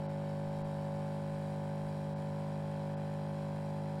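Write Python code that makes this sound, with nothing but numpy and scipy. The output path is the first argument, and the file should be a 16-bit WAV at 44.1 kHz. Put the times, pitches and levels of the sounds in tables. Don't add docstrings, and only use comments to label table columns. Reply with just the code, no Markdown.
import sys
import numpy as np
from scipy import signal
from scipy.fft import rfft, irfft
from scipy.io import wavfile
from scipy.ndimage import uniform_filter1d, map_coordinates

SR = 44100
rng = np.random.default_rng(int(sys.argv[2]) if len(sys.argv) > 2 else 0)


def persist_wave(psi):
    counts = np.round(np.clip(psi, -1, 1) * 32767).astype(np.int16)
    wavfile.write(sys.argv[1], SR, np.atleast_2d(counts).T)


N = 176400

SHAFT_HZ, WANDER_SHARE, JITTER_SHARE = 50.754, .00054, .0018
TANK_HZ, TANK_WIDTH_HZ = 558, 62
HUM_DB, CLATTER_FROM_HZ = .5, 530
WAVER_DB, WAVER_FULL_HZ = 1.5, 925
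SPRAY_DB, SPRAY_FROM_HZ, TREBLE_FROM_HZ = -.18, 1930, 6200
FLUTTER_DB, DROPS_PER_S, DROPS_SHARE = .34, 3200, .28

# peak time in seconds, half-width in seconds, level in dB.
GUSTS_S_DB = [(.47, .04, -54), (.61, .05, -51), (1.34, .04, -61), (1.85, .04, -57)]
# frequency in Hz, rms level in dB.
FAINT_HUM_HZ_DB = [(83.8, -64), (167.3, -70)]
# frequency in Hz, base density in dB per Hz.
HISS_HZ_DB = [(1800, -90), (2350, -97), (2800, -100), (3350, -99.5), (3650, -101.5), (4000, -100.5),
              (4600, -103), (5200, -104), (5550, -105), (5850, -110.5), (6300, -113), (7100, -108),
              (8400, -108.5), (10400, -112), (12600, -119.5), (15300, -121.5)]
# time in seconds, lag in milliseconds.
BOUNCE_S_MS = [(0, 1.297), (.5, 1.305), (.8, 1.296), (1.15, 1.264), (2, 1.262), (2.7, 1.247), (4, 1.242)]
# time in seconds, gain in dB.
TREBLE_S_DB = [(0, -1.5), (.3, -0.3), (.65, 0.5), (1.8, 1), (2.4, 0), (3.2, -0.2), (4, 0.5)]
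# centre in seconds, depth in dB.
DIPS_S_DB = [(.079, 19), (.634, 16), (2.148, 18), (2.958, 22)]
# frequency in Hz, base density in dB per Hz.
RUSH_HZ_DB = [(25, -86), (70, -83), (180, -83.5), (290, -87.5), (380, -90), (560, -87), (820, -86.5),
              (1050, -91), (1270, -95.5), (1480, -94), (1740, -89.5), (1950, -98.5), (3000, -100)]
# multiple of the shaft rate, base rms level in dB.
HARMONICS_DB = [(2, -52), (3, -41), (4, -46), (5, -55), (6, -68.5), (7, -57.5), (8, -62.5), (9, -59.5),
                (10, -72), (11, -46), (12, -58.5), (13, -59.2), (14, -69.5), (15, -55), (16, -62.5),
                (17, -56.5), (18, -65), (19, -61), (20, -64), (21, -67.5), (22, -71), (24, -73),
                (26, -78.5), (27, -74.5), (28, -79.5), (29, -71.5), (30, -72), (31, -72), (32, -81),
                (34, -74.5), (35, -75), (38, -77.5), (39, -87.5), (40, -77.5), (44, -81), (52, -86),
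                (53, -81.5), (60, -85)]
# time in seconds, gain in dB.
TANK_S_DB = [(0, 1.5), (.7, -0.7), (1.5, -0.6), (2.2, -0.6), (4, -1.8)]
# time in seconds, gain in dB.
CLATTER_S_DB = [(0, 0), (.9, 0.76), (2, -0.5), (3, 0.3), (4, -0.3)]


def undb(db):
    return 10 ** (np.asarray(db) / 20)


def curve(t, rows):
    return np.interp(t, *np.array(rows).T)


def walk(rate_hz):
    hold = max(int(SR / rate_hz), 2)
    steps = np.repeat(rng.standard_normal(N // hold + 1), hold)
    return 1.31 * uniform_filter1d(uniform_filter1d(steps, hold), hold)[:N]


def split(x, hz, order=16):
    bins_hz = np.arange(N // 2 + 1) * SR / N
    low = irfft(rfft(x) / (1 + (bins_hz / hz) ** order), N)
    return low, x - low


def colour(x, spectrum):
    hz, db = np.array(spectrum).T
    bins_hz = np.maximum(np.arange(N // 2 + 1) * SR / N, 1)
    gain = undb(np.interp(np.log(bins_hz), np.log(hz), db))
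    return irfft(rfft(x) * gain, N) * np.sqrt(SR / 2)


def breeze(t):
    rumble = split(rng.standard_normal(N), hz=60, order=4)[0]
    puffs = sum(undb(db) * np.exp(-((t - at_s) / width_s) ** 2) for at_s, width_s, db in GUSTS_S_DB)
    return rumble / rumble.std() * puffs


def faint_hum(t):
    drifted_s = t + .0008 * walk(2.85)
    return sum(np.sqrt(2) * undb(db) * np.sin(2 * np.pi * hz * drifted_s) for hz, db in FAINT_HUM_HZ_DB)


def surge(turns, depth, peak_turns=.33):
    return 1 + depth * np.cos(2 * np.pi * 2 * (turns - peak_turns))


def lawn_bounce(x, t, gain=.3):
    lag_s = curve(t, BOUNCE_S_MS) / 1000
    return x + gain * map_coordinates(x, [(t - lag_s) * SR], mode="mirror")


def spray(t, turns, dip_width_s=.009, mid_dip_share=.33):
    drops = rng.standard_normal(N) * (rng.random(N) < DROPS_PER_S / SR)
    jet = np.sqrt(1 - DROPS_SHARE) * rng.standard_normal(N) + np.sqrt(DROPS_SHARE) * drops / drops.std()
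    jet = jet * surge(turns, depth=.15) * undb(FLUTTER_DB * walk(25.4))
    hiss = lawn_bounce(colour(jet, HISS_HZ_DB), t)
    hiss = split(hiss, SPRAY_FROM_HZ)[1]
    mid, treble = split(hiss, TREBLE_FROM_HZ)
    dip_db = -sum(db * np.exp(-((t - at_s) / dip_width_s) ** 2) for at_s, db in DIPS_S_DB)
    treble_db = curve(t, TREBLE_S_DB) + dip_db
    return undb(SPRAY_DB) * (mid * undb(mid_dip_share * dip_db) + treble * undb(treble_db))


def churn(turns):
    flow = rng.standard_normal(N) * surge(turns, depth=.22)
    return split(colour(flow, RUSH_HZ_DB), SPRAY_FROM_HZ)[0]


def push_phases(tries=16, size=256):
    multiples, db = np.array(HARMONICS_DB).T
    phases = 2 * np.pi * rng.random((tries, len(HARMONICS_DB)))
    spectra = np.zeros((tries, size), complex)
    spectra[:, np.rint(multiples).astype(int)] = undb(db) * np.exp(1j * phases)
    force = irfft(spectra, axis=1)
    return phases[np.argmin(np.mean(force ** 4, axis=1))]


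def clatter_phases(centre_turns=.15, width_turns=.25, size=256):
    offset_turns = (np.arange(size) / size - centre_turns + .5) % 1 - .5
    burst = rng.standard_normal(size) * np.exp(-(offset_turns / width_turns) ** 2)
    return np.angle(rfft(burst))


def pump(t, turns):
    ring_db, clatter_db = curve(t, TANK_S_DB), curve(t, CLATTER_S_DB)
    clatter_rad = clatter_phases()
    tank = np.zeros(N)
    for (multiple, db), push_rad in zip(HARMONICS_DB, push_phases()):
        hz = multiple * SHAFT_HZ
        if hz > CLATTER_FROM_HZ:
            phase_rad, db = clatter_rad[multiple], db + clatter_db
        else:
            phase_rad, db = push_rad, db + HUM_DB
        db = db + ring_db * np.exp(-((hz - TANK_HZ) / TANK_WIDTH_HZ) ** 2)
        db = db + WAVER_DB * min(hz / WAVER_FULL_HZ, 1) ** 2 * walk(7.16)
        tank += np.sqrt(2) * undb(db) * np.cos(2 * np.pi * multiple * turns + phase_rad)
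    return tank


def scene():
    t = np.arange(N) / SR
    shaft_hz = SHAFT_HZ * (1 + WANDER_SHARE * walk(1.963) + JITTER_SHARE * walk(60))
    turns = np.cumsum(shaft_hz) / SR
    return (pump(t, turns) + churn(turns) + spray(t, turns) + faint_hum(t) + breeze(t))[None]


def record(dry, top_hz=15700):
    return signal.sosfilt(signal.ellip(10, .1, 80, top_hz, fs=SR, output="sos"), dry)


dry = scene()
out = record(dry)
persist_wave(out)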